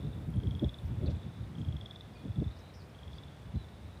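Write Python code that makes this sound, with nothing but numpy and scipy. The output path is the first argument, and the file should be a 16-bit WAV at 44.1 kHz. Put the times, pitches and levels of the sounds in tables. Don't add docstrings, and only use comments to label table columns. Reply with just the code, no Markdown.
import sys
import numpy as np
from scipy import signal
from scipy.fft import rfft, irfft
from scipy.io import wavfile
from scipy.ndimage import uniform_filter1d

SR = 44100
rng = np.random.default_rng(int(sys.argv[2]) if len(sys.argv) > 2 else 0)


def natural_amplitude(level_db):
    exponent = np.asarray(level_db, float) / 20
    return 10 ** exponent


def put_to_file(sound):
    columns = np.atleast_2d(sound).T
    safe = np.clip(columns, -1, 1)
    whole_steps = np.round(safe * 32767)
    wavfile.write(sys.argv[1], SR, whole_steps.astype(np.int16))


N = 176400
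LEAD_S = 0.5


def rms_one(x):
    return x / np.sqrt(np.mean(x ** 2) + 1e-20)


def in_time(rows):
    return np.interp(np.arange(N) / SR, *np.transpose(rows))


def band(x, low_hz, high_hz):
    edges_hz = [low_hz, min(high_hz, .48 * SR)]
    return signal.sosfilt(signal.butter(2, edges_hz, "band", fs=SR, output="sos"), x)


def drift(rate):
    every = 40
    r = np.exp(-2 * np.pi * every * rate / SR)
    slow = signal.lfilter([1], [1, -2 * r, r * r], rng.standard_normal(N // every + 2002))[2000:]
    return np.interp(np.arange(N) / every, np.arange(len(slow)), rms_one(slow))


def add(out, s, sound):
    i = int((s + LEAD_S) * SR)
    out[i:i + len(sound)] += sound


def coloured(spectrum):
    hz, db = np.transpose(spectrum)
    grid = np.log(np.arange(N // 2 + 1) * SR / N + 1)
    gain = natural_amplitude(np.interp(grid, np.log(hz), db, left=-60, right=-60))
    return rms_one(irfft(rfft(rng.standard_normal(N)) * gain, N))


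def trees(x, t60):
    t = np.arange(SR // 2) / SR
    tail = rng.standard_normal(len(t)) * natural_amplitude(-60 * t / t60) * np.clip(t / .004, 0, 1)
    return signal.fftconvolve(x, tail / np.sqrt(np.sum(tail ** 2)))[:len(x)]


def glide(hz):
    return np.sin(2 * np.pi * np.cumsum(hz) / SR)


# middle in seconds, half length in seconds, level in dB, centre in Hz.
PUFFS = [(0.046, 0.021, -33, 165), (0.074, 0.028, -32, 110), (0.185, 0.041, -39, 133),
         (0.288, 0.021, -27.5, 110), (0.368, 0.025, -24.5, 110), (0.448, 0.025, -34.5, 186),
         (0.477, 0.031, -26.5, 98.4), (0.544, 0.035, -31.5, 110), (.632, .014, -25, 225),
         (0.647, 0.032, -23, 82), (0.852, 0.047, -31, 76.4), (0.919, 0.034, -32.5, 120),
         (0.984, 0.014, -28, 84), (1.036, 0.027, -33.5, 248), (1.08, 0.081, -27.5, 95.4),
         (1.086, 0.02, -39.5, 420), (1.268, 0.03, -34, 119), (1.412, 0.052, -35.5, 101),
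         (1.51, 0.11, -42.5, 144), (1.604, 0.033, -32, 127), (1.686, 0.026, -28.5, 88),
         (1.747, 0.019, -32.5, 110), (1.824, 0.037, -39, 90), (2.26, 0.025, -35.5, 187),
         (2.299, 0.018, -31.5, 90), (2.389, 0.024, -24, 110), (2.421, 0.0088, -26, 210),
         (2.468, 0.023, -27.5, 83), (3.472, 0.021, -35.5, 89), (3.557, 0.018, -26.5, 108),
         (0.628, 0.0086, -39, 520), (0.641, 0.013, -38.5, 400), (2.11, 0.036, -46.5, 168),
         (3.056, 0.042, -42.5, 75), (3.143, .025, -43, 85), (3.99, 0.026, -38.5, 70)]
# time in seconds, level in dB.
BREEZE = [(0, -39), (.6, -46.5), (.75, -47), (.85, -55), (1.0, -39), (1.35, -51.5), (1.7, -53), (2.0, -54),
          (2.4, -49), (2.56, -54), (2.7, -54.5), (3.1, -51), (3.4, -53.5), (4, -49.5)]


def wind():
    breeze_tilt_db, lump_db, knee_hz = -8, 3, 110
    below_db, above_db, top_hz = 5, 10, 744
    t, out = np.arange(N) / SR, np.zeros(N)
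    lumps, breeze_db = drift(21.4), in_time(BREEZE)
    for low in 40 * 2 ** np.arange(0, 4.5, .5):
        middle_hz = low * 2 ** .25
        noise = band(rng.standard_normal(N + SR), low, low * 2 ** .5)[SR:]
        envelope = np.sqrt(uniform_filter1d(noise ** 2, size=int(3 * SR / low)))
        noise = rms_one(noise / (envelope + .2 * noise.std()))
        octaves = max(np.log2(middle_hz / knee_hz), 0)
        unrest_db = lump_db * 2 * np.tanh((lumps + 0.31 * drift(29)) / 2)
        power = natural_amplitude(2 * (breeze_db + breeze_tilt_db * octaves + unrest_db))
        for middle, half, db, hz in PUFFS:
            away = np.log2(middle_hz / hz)
            loss_db = above_db * away ** 1.79 if away > 0 else below_db * away ** 2
            near = slice(max(int((middle - 3 * half) * SR), 0), int((middle + 3 * half) * SR))
            power[near] += natural_amplitude(2 * (db - loss_db)) * np.exp(-2 * ((t[near] - middle) / half) ** 2)
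        out += natural_amplitude(-7.5) * np.sqrt(power) * noise
    return signal.sosfilt(signal.butter(8, top_hz, fs=SR, output="sos"), out)


# frequency in Hz, density in dB per Hz.
TRAFFIC = [(35, -34), (60, -0.5), (114, -2.5), (226, -13), (346, -16), (401, -16.5), (613, -18),
           (3000, -32), (3900, -36), (6600, -120)]


def far_traffic():
    level_db = -51 + 0.39 * drift(1.4)
    return natural_amplitude(level_db) * coloured(TRAFFIC)


# frequency in Hz, density in dB per Hz.
HISS = [(1500, -20), (3000, -4), (4300, -0.5), (6000, -6), (7000, -8), (9500, -7.5), (12000, -14),
        (16000, -12)]
# time in seconds, gain in dB.
LEAVES = [(0, 3.5), (.9, 1), (1.1, -0.4), (4, -1)]


def leaf_hiss():
    hiss = coloured(HISS)
    high = band(hiss, 7000, 20000)
    rustle = natural_amplitude(in_time(LEAVES) + .8 * drift(25)) - 1
    return natural_amplitude(-71.5 + 0.2 * drift(7.1)) * (hiss + rustle * high)


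def pulse(db, hz, luck, ring=1.0):
    rise_s, fall_s, sag_hz, sag_s = 0.0021, 0.0015, 653, 0.0014
    tail_share, tail_s = 0.58, 0.0049
    t = np.arange(1300) / SR
    swell = np.sin(np.pi / 2 * np.minimum(t / rise_s, 1)) ** 2
    late = np.maximum(t - rise_s, 0)
    turns = hz * t + sag_hz * sag_s * (1 - np.exp(-t / sag_s))
    beat = (1 - tail_share) * np.exp(-(late / fall_s) ** 2)
    tail = tail_share * np.exp(-late / (ring * tail_s))
    overtone = natural_amplitude(-18 + 1.8 * luck[0]) * np.exp(-late / 0.00045)
    overtone = overtone * np.sin(2 * np.pi * (5250 + 70 * luck[1]) * t)
    return natural_amplitude(db) * swell * ((beat + tail) * np.sin(2 * np.pi * turns) + overtone)


def sac_pitch(s, end_s, call_s, low_hz, rise_hz):
    part = max(1 - (end_s - s) / call_s, 0)
    return low_hz + rise_hz * part ** 2.15


# start in seconds, length in seconds, level in dB, first pitch in Hz, last pitch in Hz.
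FAR_CALLS = [
    (-.3, .55, -59, 3200, 3590),
    (0.779, .25, -64.5, 3420, 3360),
    (1.02, .25, -60, 3320, 3660),
    (1.169, .29, -59, 3320, 3560),
    (2.018, 0.48, -64.5, 3270, 3450),
    (2.44, .26, -57.5, 3520, 3720),
    (2.959, .36, -61, 3160, 3330),
    (3.26, .25, -65, 3370, 3300),
    (3.561, 0.43, -62, 3410, 3630),
]


def far_frogs():
    gap_s, slowing, spread_hz = .011, .5, 75
    out = np.zeros(N + 2 * SR)
    luck = rng.standard_normal((len(FAR_CALLS), 50, 3))
    for (start, length, db, first_hz, last_hz), draws in zip(FAR_CALLS, luck):
        s = 0
        for timing, strength, tuning in draws:
            part = s / length
            if part < 1:
                level_db = db + 4 * np.log10(np.sin(np.pi * part) + 0.098) + 1.4 * strength
                hz = first_hz + (last_hz - first_hz) * part + spread_hz * tuning
                add(out, start + s, pulse(level_db, hz, (tuning, timing), 0.69))
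            s += gap_s * (1 + slowing * part) * np.exp(.3 * timing)
    out = out[:N + SR]
    return natural_amplitude(-5.5) * out + trees(out, 0.28)


# time in seconds, peak in dB, pitch in Hz.
THIRD = [(.006, -55, 3500), (.0278, -55, 3440), (.0443, -56, 3560), (.0657, -55.5, 3630),
         (.1296, -55, 3510), (.182, -61, 3560), (1.1674, -60, 3700), (1.2787, -62, 3500),
         (1.3366, -61, 3560), (1.368, -57, 3520), (1.4044, -58, 3560), (1.4383, -58, 3560),
         (2.511, -52, 3640), (2.5649, -57, 3600), (2.6397, -67, 3650), (2.6627, -67, 3800),
         (2.7026, -67, 3700), (3.7196, -60, 3600), (3.7401, -61, 3600), (3.772, -60, 3460),
         (3.8309, -59, 3570), (3.8488, -62, 3600), (3.9281, -64, 3650), (3.9541, -62, 3600),
         (3.972, -57, 3860)]


def third_frog():
    out = np.zeros(N + SR)
    for s, db, hz in THIRD:
        add(out, s, pulse(db, hz, rng.standard_normal(2)))
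    return out


# start in seconds, length in seconds, level in dB, centre in Hz,
# width in Hz.
RASPS = [(1.1, 0.02, -63.5, 4300, 2600), (1.058, 0.013, -59.5, 4200, 650), (1.085, 0.05, -68, 3940, 1400),
         (1.076, .014, -61, 2540, 710), (.855, 0.015, -71, 5400, 900), (1.033, 0.004, -74, 11000, 4000),
         (.77, 0.035, -76, 10000, 4000), (1.597, .004, -72, 8800, 2500), (3.1, 0.099, -71, 4500, 1800),
         (0.302, 0.005, -69, 10600, 3500), (.359, .004, -66.5, 9000, 2000), (1.158, .006, -72, 7800, 1200),
         (.86, .03, -77, 13500, 2800), (1.57, 0.066, -79, 7000, 2500)]


def rasps_and_ticks():
    out = np.zeros(N + SR)
    for start, length, db, hz, width_hz in RASPS:
        n = int(np.clip(length, .003, .1) * SR)
        swell = np.sin(np.linspace(0, np.pi, n)) ** 0.31
        noise = rms_one(band(rng.standard_normal(6000), hz - width_hz / 2, hz + width_hz / 2))
        add(out, start, natural_amplitude(db) * swell * noise[-n:])
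    return out


# time in seconds, peak in dB.
CALL_A = [(0.338, -52), (0.3686, -53), (0.4, -51), (0.4337, -47.5), (0.4699, -45), (0.5086, -42.5),
          (0.5498, -44), (0.5938, -41), (0.6433, -39), (0.692, -40), (0.7415, -42.5), (0.7863, -46.5)]
CALL_B = [(1.552, -50), (1.5828, -50.5), (1.6144, -47), (1.648, -48.5), (1.685, -49), (1.724, -46.5),
          (1.7657, -43), (1.8107, -41), (1.8586, -38.5), (1.909, -39), (1.959, -42), (2.0078, -42)]
CALL_C = [
    (2.948, -53),
    (2.988, -53),
    (3.0317, -48.5),
    (3.0789, -49.5),
    (3.1313, -48),
    (3.1828, -45),
    (3.2345, -47.5),
    (3.282, -54.5),
]


def near_frog():
    out = np.zeros(N + SR)
    for call in CALL_A, CALL_B, CALL_C:
        loudest = max(db for s, db in call)
        for s, db in call:
            hz = sac_pitch(s, call[-1][0], 0.54, 3148, 345)
            ring = .5 + 0.76 * natural_amplitude(db - loudest) / 2
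            add(out, s, pulse(db, hz, rng.standard_normal(2), ring))
    return out


# time in seconds, peak in dB.
ANSWERS = [
    [(0.9849, -63), (1.0113, -59), (1.0333, -60), (1.0707, -52), (1.1086, -57), (1.149, -55), (1.1964, -60),
     (1.2313, -51.5)],
    [(2.1448, -67), (2.1688, -63), (2.1937, -65), (2.2192, -59), (2.2486, -55), (2.281, -57), (2.3174, -54),
     (2.3569, -50), (2.3993, -52), (2.4412, -48.5), (2.4786, -53)],
    [(3.4288, -61), (3.4562, -58), (3.4871, -66), (3.5196, -57.5), (3.557, -55), (3.5984, -58),
     (3.6428, -53), (3.6847, -55)],
]


def answering_frog():
    out = np.zeros(N + SR)
    for call in ANSWERS:
        for s, db in call:
            hz = sac_pitch(s, call[-1][0], 0.38, 3320, 192)
            add(out, s, pulse(db, hz, rng.standard_normal(2), 0.99))
    return out


# delay in seconds, level in dB.
REED_ECHOES = [
    (.017, -17),
    (.024, -19),
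    (.037, -16.5),
    (.043, -14.5),
]


def pond_echoes(frogs):
    dull = band(frogs, 3200, 3470)
    echoes = sum(natural_amplitude(db) * np.roll(dull, int(s * SR)) for s, db in REED_ECHOES)
    return frogs + echoes + natural_amplitude(-11) * trees(frogs, 0.89)


def sweep(length, db, first_hz, last_hz):
    part = np.linspace(0, 1, int(length * SR))
    return natural_amplitude(db) * np.sin(np.pi * part) * glide(first_hz + (last_hz - first_hz) * part)


# start in seconds, length in seconds, level in dB, first middle in Hz, last middle in Hz.
TRILLS = [
    (2.738, .044, -62, 5450, 5250),
    (2.794, .024, -61.5, 4650, 4500),
    (2.820, .022, -62.5, 5130, 4800),
    (2.893, .007, -64.5, 5000, 5000),
    (2.196, .024, -69, 4600, 4300),
    (2.562, .022, -66, 4800, 4700),
]
# start in seconds, length in seconds, level in dB, first pitch in Hz, last in Hz.
CHIRPS = [
    (1.065, 0.0083, -57.5, 4230, 4880),
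    (1.067, 0.0092, -52.5, 3730, 4200),
    (1.077, .006, -50, 4150, 3150),
    (2.516, 0.011, -65.5, 4250, 4350),
    (2.586, .007, -63, 6300, 4500),
    (2.591, 0.0085, -64, 7100, 4800),
    (2.6, .007, -63, 6000, 4600),
    (2.607, .007, -62, 5700, 4700),
    (2.128, .068, -69, 5100, 4100),
]


def twitter():
    gap_s, sweep_hz = 0.0068, 1410
    uneven_db, uneven_hz, uneven_s = 2.5, 140, .001
    out = np.zeros(N + SR)
    for start, length, db, first_hz, last_hz in TRILLS:
        for s in np.arange(0, length, gap_s):
            timing, strength, tuning = rng.standard_normal(3)
            hz = first_hz + (last_hz - first_hz) * s / length + uneven_hz * tuning
            note = sweep(gap_s, db + uneven_db * strength, hz + sweep_hz / 2, hz - sweep_hz / 2)
            add(out, start + s + uneven_s * timing, note)
    out = natural_amplitude(-2.5) * out + natural_amplitude(-5.5) * trees(out, .06)
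    for start, *shape in CHIRPS:
        add(out, start, sweep(*shape))
    return out


# start in seconds, length in seconds, level in dB, first pitch in Hz, last pitch in Hz.
WHISTLES = [
    (2.15, 0.027, -62, 2445, 2450),
    (2.188, 0.045, -65, 2440, 2450),
    (2.124, 0.07, -76, 5000, 4150),
    (3.145, 0.042, -73, 4700, 4640),
    (3.546, 0.092, -65.5, 4070, 3900),
    (3.607, 0.044, -67, 3920, 3700),
]


def whistles():
    out = np.zeros(N + SR)
    for start, length, db, first_hz, last_hz in WHISTLES:
        part = np.linspace(0, 1, int(length * SR))
        wobble = 2 * uniform_filter1d(rng.standard_normal(SR // 4), size=100)[:len(part)]
        hz = first_hz + (last_hz - first_hz) * (part + wobble)
        add(out, start, natural_amplitude(db) * np.sin(np.pi * part) ** 0.32 * glide(hz))
    flutter_db = signal.lfilter([.02], [1, -.98], 10 * rng.standard_normal(len(out)))
    return out * natural_amplitude(flutter_db)


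def scene():
    background = wind() + far_traffic() + leaf_hiss()
    frogs = far_frogs() + pond_echoes(third_frog() + near_frog() + answering_frog())
    birds = rasps_and_ticks() + whistles()
    birds = birds + natural_amplitude(-9) * trees(birds, .15)
    voices = frogs + birds + twitter()
    lead = int(LEAD_S * SR)
    return (voices[lead:lead + N] + background)[None]


def roll_off(x):
    return signal.sosfilt(signal.butter(12, 15800, fs=SR, output="sos"), x)


def record(dry):
    x = signal.sosfilt(signal.butter(6, 59.4, "high", fs=SR, output="sos"), dry)
    mix = signal.sosfilt(signal.cheby2(16, 50, 15950, fs=SR, output="sos"), x)
    return roll_off(mix)


dry = scene()
out = record(dry)
put_to_file(out)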